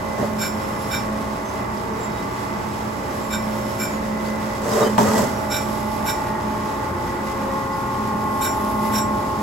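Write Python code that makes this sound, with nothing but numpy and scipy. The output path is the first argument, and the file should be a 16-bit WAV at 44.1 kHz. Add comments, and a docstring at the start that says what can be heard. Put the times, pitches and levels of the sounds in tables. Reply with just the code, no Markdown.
"""Surface grinding over a steel ring

A surface grinder skims a flooded steel plate that has a steel ring set into it; motor and pump hum, the
spindle whines: sums of slowly wavering sines over filtered noise. Each pass the wheel bites both rims of the
ring, whose modes sing briefly under friction. At the end of the stroke the hydraulic table gushes (noise),
groans (stick-slip), clunks (struck bed modes) and turns back. Coolant drips tick faintly as short decaying
sines, and the microphone moves in close half way through."""
import sys
import numpy as np
from scipy import signal
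from scipy.fft import rfft, irfft, next_fast_len
from scipy.io import wavfile
from scipy.ndimage import uniform_filter1d, map_coordinates

SR = 44100
rng = np.random.default_rng(int(sys.argv[2]) if len(sys.argv) > 2 else 0)


def transcribe(u):
    """Save the signal u as a 16-bit wav file named by the first command-line argument.

    u: samples, shape (n,) or (channels, n), limited to [-1, 1]; the rate is SR.
    q: integer samples, one column per channel.
    """
    v = np.clip(np.atleast_2d(u).T, -1, 1)
    q = np.round(v * 32767).astype(np.int16)
    wavfile.write(sys.argv[1], SR, q)


N = 415422
TIME = np.arange(N) / SR
SIDES = np.array([[.5], [-.5]])  # shares a left-right difference between the two channels

# microphone position: t/s, closeness (0 afar, 1 close by, higher nearer still), left-right/dB
CLOSENESS = [(0, 0.19, -3.5), (1.2, 0, -1.5), (2.2, 0.027, -3), (4.4, 0.16, -1.5), (5.5, 0.62, -3),
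             (6.3, 0.77, -1), (7.3, 0.85, 0.5), (8.3, 1.37, -0.5), (9.42, 1.28, -1.5)]
# stereo balance over frequency: f/Hz, left-right/dB
BALANCE = [(60, 0), (200, 0.5), (1200, -3.5), (2400, -2.5), (4000, -2), (5400, -6.5), (6600, -3.5),
           (7500, -1), (15000, 0.5)]
# the wheel on the ring's rims, first and second rim in turn: start t/s, length/s, rise time constant/s,
# level/dB, lean towards the upper mode of each split pair/dB, tilt above 5 kHz/(dB per octave), scrape/dB,
# then the level/dB of the pairs near 2.4, 3.8, 5.5 and 7.5 kHz; all levels relative
BITES = [(0.382, 0.12, 0.011, -3, -8.5, 3.5, -1, -1, -8, 0, -0.5),
         (0.905, 0.072, 0.02, 0.5, -7.5, 3, -3, 1.5, 1, 0, -4.5),
         (3.302, 0.069, .015, -3, -9.5, 4, -1, 1.5, 2, -2, -0.5),
         (3.782, 0.085, 0.018, -3, -10, 7, -2, 1.5, -10, -4, -1.5),
         (5.496, 0.1, 0.018, -0.5, -2, 5, -3, 2.5, 2.5, 2.5, 1),
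         (6.051, 0.072, 0.027, 1, -2, 6.5, 0, 1.5, 0, -1, -1),
         (8.406, 0.083, 0.01, -1, 0, 8, 0, 0.5, -1.5, -3, 2),
         (8.917, 0.093, 0.033, -1, 3, 7.5, 4.5, 0.5, 1, 3, 0)]


def amp(db):
    """Level law: decibels to an amplitude ratio."""
    return np.exp(np.asarray(db) * (np.log(10) / 20))


def unit(x):
    """Normalisation of signal power: scale to rms 1."""
    return x / np.sqrt(np.mean(x ** 2) + 1e-20)


def along(points, hz):
    """Logarithmic frequency scale: (f/Hz, value) points read between knots."""
    f, v = np.transpose(points)
    return np.interp(np.log(hz + 1), np.log(f + 1), v)


def curves(rows):
    """Linear interpolation in time: one value per sample for each column after t/s."""
    s, *cols = np.transpose(rows)
    return [np.interp(TIME, s, c) for c in cols]


def wobble(rate):
    """Band-limited random modulation: a smooth curve through rate random knots a second."""
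    coarse = TIME[::64]
    knots = rng.standard_normal(int(TIME[-1] * rate) + 4)
    return np.interp(TIME, coarse, map_coordinates(knots, [coarse * rate]))


def filtered(x, response):
    """Linear filtering: the spectrum of x times a complex response of frequency."""
    m = next_fast_len(N + SR // 4, True)
    return irfft(rfft(x, m) * response(np.fft.rfftfreq(m, 1 / SR)), m)[..., :N]


def resonate(x, hz, width):
    """Resonance: one damped mode with a peak gain of 1."""
    return signal.lfilter(*signal.iirpeak(hz, hz / width, SR), x)


def rush(spectrum):
    """Turbulent noise: two unrelated random signals of rms 1 with the given colour."""
    return unit(filtered(rng.standard_normal((2, N)), lambda hz: amp(along(spectrum, hz))))


def spread(pair):
    """Diffuse-field coherence: two unrelated signals become alike in the bass, diffuse in the middle."""
    # f/Hz, left-right likeness
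    alike = [(60, 0.95), (130, 0.96), (290, 0.72), (640, 0.069), (1400, 0.13), (3100, 0.4), (6000, 0.052),
             (7400, 0.96), (10000, 1), (15000, 0.94)]

    def turn(hz):
        return np.arccos(np.clip(along(alike, hz), 0, .975)) / 2

    mid, side = filtered(pair, lambda hz: np.array([np.cos(turn(hz)), np.sin(turn(hz))]))
    return filtered(np.array([mid + side, mid - side]), lambda hz: amp(SIDES * along(BALANCE, hz)))


def between(far, near, close):
    """Distance dependence: a value that moves linearly with the microphone's closeness."""
    return far + close * (near - far)


def stroke():
    """Periodic motion: the table's position, 1 at its loud turn and -1 at the other end."""
    stroke_s, turn_s = 5.9, 5.25  # trip there and back; moment of the loud turn
    return np.cos(2 * np.pi * (TIME - turn_s) / stroke_s)


def on_ring():
    """Contact region: 1 with the wheel between the ring's two rims, fading to 0 on the bare plate."""
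    fade_s = 0.33
    rims = np.array(BITES)[:, 0]
    passes = zip(rims[::2], rims[1::2])
    outside = np.min([np.maximum(first - TIME, TIME - second) for first, second in passes], axis=0)
    return np.clip(1 - outside / fade_s, 0, 1)


def sing(t, length, hz, width, rough=0.21, ring_out=0.031):
    """Friction-driven vibration: a rubbed mode flutters, grit jolts its phase and strength, it rings out."""
    flutter_db, flutter_rate = 3.4, 105  # the mode catches and slips: depth, slips a second
    contact = np.abs(np.sin(np.pi * np.clip(t / length, 0, 1))) ** 0.16
    decay = np.exp(-np.abs(t - length * 0.75) / ring_out)
    swing = np.where(t < length * .75, contact, decay)
    jolts = rng.standard_normal((2, len(t)))
    # a random walk in phase broadens the line
    jitter = np.cumsum(jolts[0] * contact) * np.sqrt(np.pi * width / SR)
    phase = 2 * np.pi * hz * t + jitter
    scrape = unit(uniform_filter1d(jolts[1], size=300))
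    slips = rng.standard_normal(int(t[-1] * flutter_rate) + 2)
    flutter = unit(amp(flutter_db * np.interp(t * flutter_rate, np.arange(len(slips)), slips)))
    return swing * flutter ** contact * (1 + rough * contact * scrape) * np.sin(phase)


def running():
    """Broadband noise: frame rumble, wind of the wheel, hiss of grit on the plate, fizz of coolant mist."""
    # noise spectra: f/Hz, relative level/dB
    rumble_spectrum = [(15, -45), (25, -59), (49, -4.5), (113, -1.5), (150, -5), (183, -4.5), (210, -6),
                       (224, -2.5), (243, -37), (260, -18), (340, -40), (570, -120)]
    wind_spectrum = [(120, -16), (200, -2.5), (311, -5.5), (366, -7), (483, -7), (595, -9), (742, -8),
                     (853, -7), (1000, -5.5), (1130, -8.5), (1290, -12), (1810, -15.5), (1990, -17),
                     (2160, -19), (3200, -32), (4160, -63), (7040, -120)]
    hiss_spectrum = [(1400, -12), (2400, 1), (2700, -2), (3800, -2), (4200, -4), (5200, -1.5), (5800, -4),
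                     (7500, -6), (9800, -10.5), (11000, -6.5), (13000, -13.5), (15800, -11)]
    fizz_spectrum = [(5000, -30), (7500, -5), (11000, 5.5), (13000, 2), (15800, -3)]
    # (level/dB from afar, level/dB from close)
    rumble_db, wind_db = (-38, -35), (-29.5, -30.5)
    hiss_db, fizz_db = (-41.5, -42), (-57, -52.5)
    hiss_swing_db = 0.4  # hiss and fizz follow the stroke
    ring_hiss_db, ring_fizz_db = 1, 8.5  # more of both while the wheel is over the ring

    close, aim_db = curves(CLOSENESS)
    over = on_ring()
    rumble = amp(between(*rumble_db, close) + 0.75 * wobble(5.3)) * rush(rumble_spectrum)
    wind = amp(between(*wind_db, close) + 0.93 * wobble(7.4) + SIDES * aim_db) * rush(wind_spectrum)
    grit = 1.2 * wobble(14) + 1.1 * wobble(500)  # dB; single grains catch and break out
    hiss = amp(between(*hiss_db, close) + ring_hiss_db * over) * rush(hiss_spectrum)
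    fizz = amp(between(*fizz_db, close) + ring_fizz_db * over) * rush(fizz_spectrum)
    return rumble + wind + amp(hiss_swing_db * stroke() + grit) * (hiss + fizz)


def guard():
    """Flow-excited whistle: the wheel's draught in the guard, fuzzy, wandering in pitch, coming and going."""
    # t/s, level/dB
    guard_level = [(0, -48), (1, -49.5), (3, -48.5), (5.5, -42.5), (6.2, -46), (6.65, -47), (7.05, -42),
                   (7.5, -45), (7.7, -41), (8.05, -47), (8.4, -44.5), (9, -42.5), (9.42, -52)]
    pitch_hz, wander_hz, flutter_rate = 1985, 75 * 0 + 28, 75  # flutter in random knots a second
    flutter = np.array([wobble(flutter_rate) + 1j * wobble(flutter_rate) for _ in SIDES])
    phase = 2 * np.pi * np.cumsum(pitch_hz + wander_hz * wobble(9)) / SR
    whistle = np.real(flutter * np.exp(1j * phase))
    return amp(curves(guard_level)[0]) * unit(amp(2.4 * wobble(11)) * whistle)


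def tone(hz, pan_db, lead, waver_db, drift, gain=1):
    """Standing waves: a partial of rms 1 times a complex gain wavers, short waves differently at each port."""
    apart = min(hz / 700, 1) ** 2  # how far the two ports differ
    start = rng.uniform(0, 2 * np.pi)
    phase = 2 * np.pi * hz * TIME + start + drift * wobble(2.5) + np.angle(gain)
    waver = waver_db * (wobble(3.084) + apart * np.array([wobble(1.335), wobble(1.01)]))
    wave = np.sin(phase + SIDES * lead * apart)
    return np.abs(gain) * unit(amp(waver + SIDES * pan_db) * wave)


def shiver(depth, rate=16):
    """Random modulation: complex gain of a note shaken in strength and phase by the changing load."""
    return 1 + depth * (wobble(rate) + 1j * wobble(rate))


def beat(period, crest, depth):
    """Beating: complex gain of a note joined by a weaker one slightly below it."""
    return 1 + depth * np.exp(-2j * np.pi * (TIME - crest) / period)


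def standing(places):
    """Nodes and antinodes: gain in dB as the microphone passes those of one note."""
    return sum(db * np.exp(-((TIME - s) / width) ** 2) for s, db, width in places)


def motors():
    """Periodic forcing: hum, beating drone and whine, whose levels change as the microphone comes closer."""
    # steady partials of motor, pump and spindle: f/Hz, level/dB from afar, level/dB from close,
    # left-right/dB, left lead/rad (reduced below 700 Hz)
    partials = [(58.5, -46, -48, 0, 0), (87.1, -48, -44, 1, 0), (119.9, -40.5, -40, 2, 0),
                (175, -45, -47, 2, -2), (209.1, -42, -39, .5, -.5), (255.7, -52, -42, -1.5, 1),
                (274.5, -51, -44, 2, 0), (285.3, -44, -42, -2, .1), (314.9, -54, -48, 0, 0),
                (360, -47, -44, 0, 1), (375.1, -46, -46, 1, 1), (392, -46.5, -60, 0, 3),
                (404.4, -50, -43, 0, -.6), (431.3, -53, -43.5, 3, 3.7), (440.1, -47, -53, -2, 0),
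                (466.7, -47.5, -58, -3, 1), (702.5, -50, -51, -3, 1), (808.5, -46.5, -45, -3, 2.4),
                (837.4, -47, -51, -3, 2.5), (855.9, -48, -43, -1, -.4), (921.6, -50, -47, 0, -1),
                (928.6, -44.5, -43, 2, 2), (1006.7, -52, -47, 1, 0), (1059, -56, -46, 0, 0),
                (1141.3, -48.5, -45, -2, -1), (1212.9, -50, -48, 2, 0), (1294, -51.5, -48.5, -4, -1.5),
                (1426.9, -51, -44, 0, 1)]
    # strong notes of motor, pump and spindle: f/Hz, level/dB from afar, level/dB from close, left-right/dB from
    # afar, left-right/dB from close, left lead/rad (reduced below 700 Hz), nodes and crests of the standing
    # wave [t/s, level/dB, half-width/s]
    strong_notes = [(349.9, -43.5, -41, -1, -1, .1, [(.6, -7, 1), (6.95, 6, .25), (8.1, -12, .12), (8.6, 3, .3)]),
                    (541.1, -38.5, -38.5, -4, 4, .1, [(2.2, -12, .7), (6.25, -12, .55), (7.3, 2.5, .4),
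                    (8.7, -7, .6)]), (599.9, -37.8, -36.3, 3, -6, -2.1, [(2.25, -8, .5), (3.3, 1.5, .5),
                    (6, 2, .5), (7.55, -17, .55)]), (646.7, -42.5, -43, 2, 2, 0, [(5.9, 3.5, .7),
                    (7.6, -14, .55)]), (826.3, -43.5, -38.3, -2, -2, 0, [(3.8, -3, .5), (5.45, 3, .35)]),
                    (862.3, -44.5, -35.5, 0, 0, -.75, [(6.2, 2.5, 1.1)]),
                    (885.2, -42, -35.7, 4, 5, .4, [(.1, -8, .3), (4.1, -8, .25), (6.3, 4, .25), (8.4, 2, .25)]),
                    (1078.2, -40.7, -33, 3, 3, 1, [(2.2, -8, .55), (5.4, -10, .3), (6.8, -2.5, .8),
                    (8.8, 2.8, .8)]), (1112, -40, -42, -3, -3, 1.9, [(.2, -8, .45), (4.05, -12, .3),
                    (5.45, -5, .2), (7.75, -5, .3)]), (1170.9, -43, -41, 1, 1, 1.5, [(.1, -6, .7),
                    (4.15, -12, .45), (9.1, 4, .35)])]
    # drone of two motors running almost in step: t/s, level/dB
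    drone_level = [(0, -32), (1.2, -34), (2, -41.5), (2.8, -38), (3.4, -32.5), (4.3, -31), (5.05, -29.5),
                   (5.4, -31.5), (6.5, -34.5), (7.3, -42.5), (8.2, -32.5), (9, -30), (9.42, -32)]
    # the drone's note: f/Hz, left-right/dB, left lead/rad (reduced below 700 Hz)
    drone_note = (215.5, -1.5, 3.5)
    # a thin high note: f/Hz, level/dB from afar, level/dB from close
    thin_whine = (2028, -47.5, -58)
    thin_swing_db = 4.5  # louder with the table at the loud end of its stroke

    close, aim_db = curves(CLOSENESS)
    out = np.zeros((2, N))
    for hz, far, near, pan, lead in partials:
        out += amp(between(far, near, close)) * tone(hz, pan, lead, waver_db=1.7, drift=0.61)
    for hz, far, near, pan_far, pan_near, lead, places in strong_notes:
        level = amp(between(far, near, close) + standing(places))
        pan = between(pan_far, pan_near, close)
        out += level * tone(hz, pan, lead, waver_db=1.4, drift=0.3, gain=shiver(0.15))
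    beating = beat(period=.775, crest=0.36, depth=0.53)  # s, s, second motor over the first
    drone = tone(*drone_note, waver_db=0.5, drift=0.061, gain=beating)
    out += amp(curves(drone_level)[0]) * drone
    hz, far, near = thin_whine
    level = amp(between(far, near, close) + thin_swing_db * stroke())
    out += level * tone(hz, 0, 0, waver_db=1.3, drift=1.2, gain=shiver(0.4))
    return out * amp(SIDES * aim_db)


def ticks(count=110):
    """Impact sound: flung grit and coolant drops tick on the guards, a few clear among many faint."""
    # start t/s, peak level/dB, f/Hz, t60/s
    clear = [(1.775, -32, 5000, .012), (1.937, -37, 5900, .015), (2.12, -33, 5170, .012),
             (2.69, -45, 6400, .012), (4.258, -34, 4500, .025), (4.284, -34, 4760, .015),
             (7.735, -36, 4950, .04), (7.948, -36, 3140, 0.027)]
    when, size, pitch = rng.uniform(size=(count, 3)).T
    faint = np.transpose([when * TIME[-1], -49 + 10 * size ** 2, 3000 * 3.2 ** pitch, np.full(count, .012)])
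    out, t = np.zeros(N + SR), np.arange(SR // 3) / SR
    for s, db, hz, t60 in np.vstack([clear, faint]):
        out[round(s * SR):][:len(t)] += amp(db - 60 * t / t60) * np.sin(2 * np.pi * hz * t)
    return out[:N] * amp(SIDES * -3)


def reversal():
    """Turbulent flow: the valve opens, holds and closes, throttling the oil; coolant sprays at the turn."""
    # surges of oil and coolant: start t/s, rise/s, hold/s, gush level/dB, low boom over that/dB,
    # spray level/dB
    surges = [(0.177, .004, 0.063, -26.5, 1, -45), (1.723, 0.098, 0.3, -40, -9, -69),
              (4.595, 0.17, 0.078, -19.5, -5, -30.5), (4.978, 0.0023, 0.21, -22, 0.5, -29.5),
              (5.136, .04, .04, -28.5, 2.5, -41), (6.77, 0.047, 0.76, -36.5, -5, -69)]
    # noise spectra: f/Hz, relative level/dB
    gush_spectrum = [(47, -45), (80, -26), (124, -1.5), (156, -28), (211, -1), (318, -14), (444, -2),
                     (486, -12.5), (592, -3.5), (679, -11), (860, -16), (1040, -12.5), (1380, -21),
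                     (2020, -23), (2250, -39), (3000, -38), (3900, -60), (6600, -120)]
    spray_spectrum = [(1500, 0.5), (2500, 0.5), (4000, -2), (5200, 2.5), (7500, 2), (10000, -3),
                      (15800, -5.5)]
    fall_db_per_s, boom_below_hz = 125, 300

    gush, boom, spray = np.zeros((3, N))
    for start, rise, hold, gush_db, boom_db, spray_db in surges:
        age = TIME - start
        closing = amp(-fall_db_per_s * np.maximum(age - rise - hold, 0))
        flow = np.clip(age / rise, 0, 1) ** 0.79 * closing
        gush += flow * amp(gush_db)
        boom += flow * amp(gush_db + boom_db)
        spray += flow * amp(spray_db)
    oil = amp(1.7 * wobble(60) + SIDES * 2.6) * rush(gush_spectrum)
    low = filtered(oil, lambda hz: hz < boom_below_hz)
    coolant = amp(1.7 * wobble(300)) * rush(spray_spectrum)
    return gush * (oil - low) + boom * low + spray * coolant


def slideways():
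    """Stick-slip: the table groans and squeals on its ways as it brakes and pulls away."""
    # start t/s, length/s, level/dB, f/Hz, phase jitter/Hz (larger is rougher)
    slip_events = [(.19, .085, -28, 395, 18), (.215, .04, -31, 580, 40), (1.81, .3, -35, 442, 6),
                   (4.655, .04, -29, 955, 15), (4.7, .06, -39, 5050, 200), (4.72, .03, -36.5, 3800, 40),
                   (4.742, .14, -20, 445, 8), (4.75, .11, -25, 595, 30), (4.8, .045, -37, 3800, 45),
                   (4.8, .05, -26.5, 1195, 40), (4.82, .06, -37, 4900, 120), (4.842, .045, -34.5, 3060, 16),
                   (4.998, .036, -16, 212, 8), (5, .03, -21, 405, 15), (5.035, .04, -20, 570, 25),
                   (5.06, .055, -25, 1250, 50), (5.128, .035, -23, 910, 70), (5.15, .06, -33, 1980, 50)]
    rise_s, pan_db = 0.0057, 3.5  # build-up time constant; left-right
    out, t = np.zeros(N + SR), np.arange(SR // 2) / SR
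    for s, length, db, hz, width in slip_events:
        swell = 1 - np.exp(-t / rise_s)
        out[round(s * SR):][:len(t)] += amp(db) * swell * sing(t, length, hz, width, ring_out=0.012)
    return out[:N] * amp(SIDES * pan_db)


def clunks():
    """Impulse excitation: the drive takes up its slack in blows and thumps that rattle and ring the bed."""
    # start t/s, relative level/dB, time to fall 20 dB/s, dull above f/Hz
    clunk_events = [(.179, -39, 0.026, 3000), (4.981, -15.5, 0.071, 6000), (5.008, -18, 0.029, 260),
                    (5.115, -27, .04, 240), (5.191, -28, 0.027, 900)]
    # modes of the machine bed: f/Hz, width/Hz, relative level/dB
    bed_modes = [(119.8, 26, -9), (198, 20, 11), (440, 57, -1.5), (646, 91, 2), (790, 100, 8),
                 (946, 90, 12.5), (1410, 560, -6), (3080, 390, -12), (6000, 5000, -29)]
    blow_db, rattle_db = 41, 12
    force = np.zeros((2, N))
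    for s, db, length, dull_hz in clunk_events:
        age = np.maximum(TIME - s, 0)
        decay = amp(db + rattle_db - 20 * age / length) * (age > 0)
        knock = decay * rng.standard_normal((2, N))
        knock[:, round(s * SR)] += amp(db + blow_db) * np.array([1, .35])  # the blow lands left of centre
        force += signal.lfilter(*signal.butter(1, dull_hz, fs=SR), knock)
    out = np.zeros((2, N))
    for k, (hz, width, db) in enumerate(bed_modes):
        out += (-1) ** k * amp(db) * resonate(force, hz, width)  # neighbouring modes in opposite phase
    return out


def grazes():
    """Single-mode excitation: light touches set modes going; the ring sings faintly from rim to rim."""
    # start t/s, length/s, level/dB, f/Hz, phase jitter/Hz (larger is rougher)
    graze_events = [(.762, 0.29, -47, 11140, 20), (1.45, 0.061, -45, 6170, 9),
                    (2.006, .059, -43, 7305, 8.3), (2.017, 0.24, -49, 3800, 18), (3.212, .07, -45, 7340, 9),
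                    (3.92, 0.04, -43, 6900, 9), (5.33, 0.11, -47, 5652, 15), (5.6, .07, -43, 7700, 15),
                    (6.08, 0.48, -44, 1880, 5), (8.465, 0.067, -40, 7305, 13),
                    (8.472, 0.045, -39, 5652, 17), (8.98, 0.051, -32, 7655, 12)]
    # modes that go on singing between the rims: f/Hz, level/dB from afar
    linger_modes = [(5356, -49), (7305, -54)]
    linger_close_db, linger_past_s = -8, 0.23  # change from close by; time past the second rim
    linger_jitter_hz = 25

    close = curves(CLOSENESS)[0]
    events = list(graze_events)
    for first, second in zip(BITES[::2], BITES[1::2]):
        start = first[0]
        length = second[0] - start + linger_past_s
        for hz, db in linger_modes:
            level = db + linger_close_db * close[round(start * SR)]
            events.append((start, length, level, hz, linger_jitter_hz))
    out, t = np.zeros((2, N + SR)), np.arange(SR) / SR
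    for s, length, db, hz, width in events:
        gain = amp(db + SIDES * along(BALANCE, hz))
        out[:, round(s * SR):][:, :len(t)] += gain * sing(t, length, hz, width)
    return out[:, :N]


def ring():
    """Modal excitation: each rim drives all modes; the contact point weights each split pair and its lean."""
    # modes of the steel ring: f/Hz, width/Hz (sets phase jitter and damping), relative level/dB,
    # left-right/dB
    ring_modes = [(1450, 60, -34, -5.0), (1560, 70, -35.5, -5.0), (2331, 24, -36.5, 4.0),
                  (2503, 30, -45.9, 0.0), (3680, 140, -37.5, -4.0), (3895, 80, -40, -3.0),
                  (5356, 20, -36.6, -7.0), (5652, 20, -38.5, -12.0), (5814, 30, -51.2, -8.0),
                  (7305, 16, -37.6, 0.0), (7655, 28, -41.6, -1.0), (8220, 110, -49.7, -1.0),
                  (9453, 22, -40.8, 0.0), (9679, 40, -47.7, -0.0), (9851, 25, -45.1, -0.0),
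                  (11003, 140, -49.5, -0.0), (11736, 120, -45.5, -0.0), (12204, 120, -47, 0.0),
                  (13964, 40, -45.6, -0.0), (14163, 60, -46.8, 0.0), (14680, 25, -53.0, 0.0),
                  (2950, 300, -47, -2), (4300, 400, -48, -2), (6600, 500, -49, -3)]
    # close pairs of modes: row of the lower mode, row of the upper mode
    split_pairs = [(2, 3), (4, 5), (6, 7), (9, 10)]
    scrape_level, rasp_level, spark_level = -48.5, -32, -32  # dB: broad scrape, low treble, sizzle of sparks
    sing_db = 2.5  # raises all ringing modes
    ring_out_s, damped_width_hz = 0.039, 130  # decay time of a sharp mode; width at which it is halved
    grain_db, grain_rate = 3.5, 760  # single grains tear through the steel: depth, grains a second
    judder_db, judder_rate = 1.4, 140  # the wheel grips unevenly: depth, grips a second

    out = np.zeros((2, N + SR))
    t = np.arange(SR // 3) / SR
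    pairs = np.array(split_pairs)
    for s, length, rise, db, lean_db, tilt_db, scrape_db, *pair_db in BITES:
        touch_db = np.zeros(len(ring_modes))
        touch_db[pairs] = np.array(pair_db)[:, None] + lean_db * np.array([-.5, .5])
        swell = 1 - np.exp(-t / rise)
        contact = np.abs(np.sin(np.pi * np.clip(t / (0.99 * length), 0, 1))) ** 0.26
        grit = rng.standard_normal((2, len(t)))
        scrape = amp(scrape_level) * grit
        scrape += amp(rasp_level) * resonate(grit, 2340, 1600)
        scrape += amp(spark_level) * resonate(grit, 11600, 1900)
        sound = contact * amp(scrape_db + grain_db * wobble(grain_rate)[:len(t)]) * scrape
        for k, (hz, width, level, pan_db) in enumerate(ring_modes):
            colour = touch_db[k] + tilt_db * max(np.log2(hz / 5000), 0)
            gain = amp(level + sing_db + colour + SIDES * pan_db)
            decay_s = ring_out_s / (1 + width / damped_width_hz)
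            sound += gain * swell * sing(t, length, hz, width, ring_out=decay_s)
        judder = judder_db * contact * wobble(judder_rate)[:len(t)]
        out[:, round(s * SR):][:, :len(t)] += amp(db + judder) * sound
    return out[:, :N]


def scene():
    """Superposition: tones, ring, ticks and slideways arrive directly; the noises and clunks fill the shop."""
    direct = motors() + ring() + grazes() + slideways() + ticks()
    return direct + spread(running() + guard() + reversal() + clunks())


def record(dry):
    """Phase difference: the two ports drift apart in the treble; nothing is kept above the band limit."""
    # phase between the ports: f/Hz, left lead/rad
    port_lead = [(7400, 0), (8200, .6), (9100, 2.8), (10000, 3.5), (11300, 6), (12400, 6.6), (13700, 9.1),
                 (15000, 9.7), (15800, 11)]
    top_hz = 15850
    return filtered(dry, lambda hz: np.exp(1j * SIDES * along(port_lead, hz)) * (hz < top_hz))


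dry = scene()
out = record(dry)
transcribe(out)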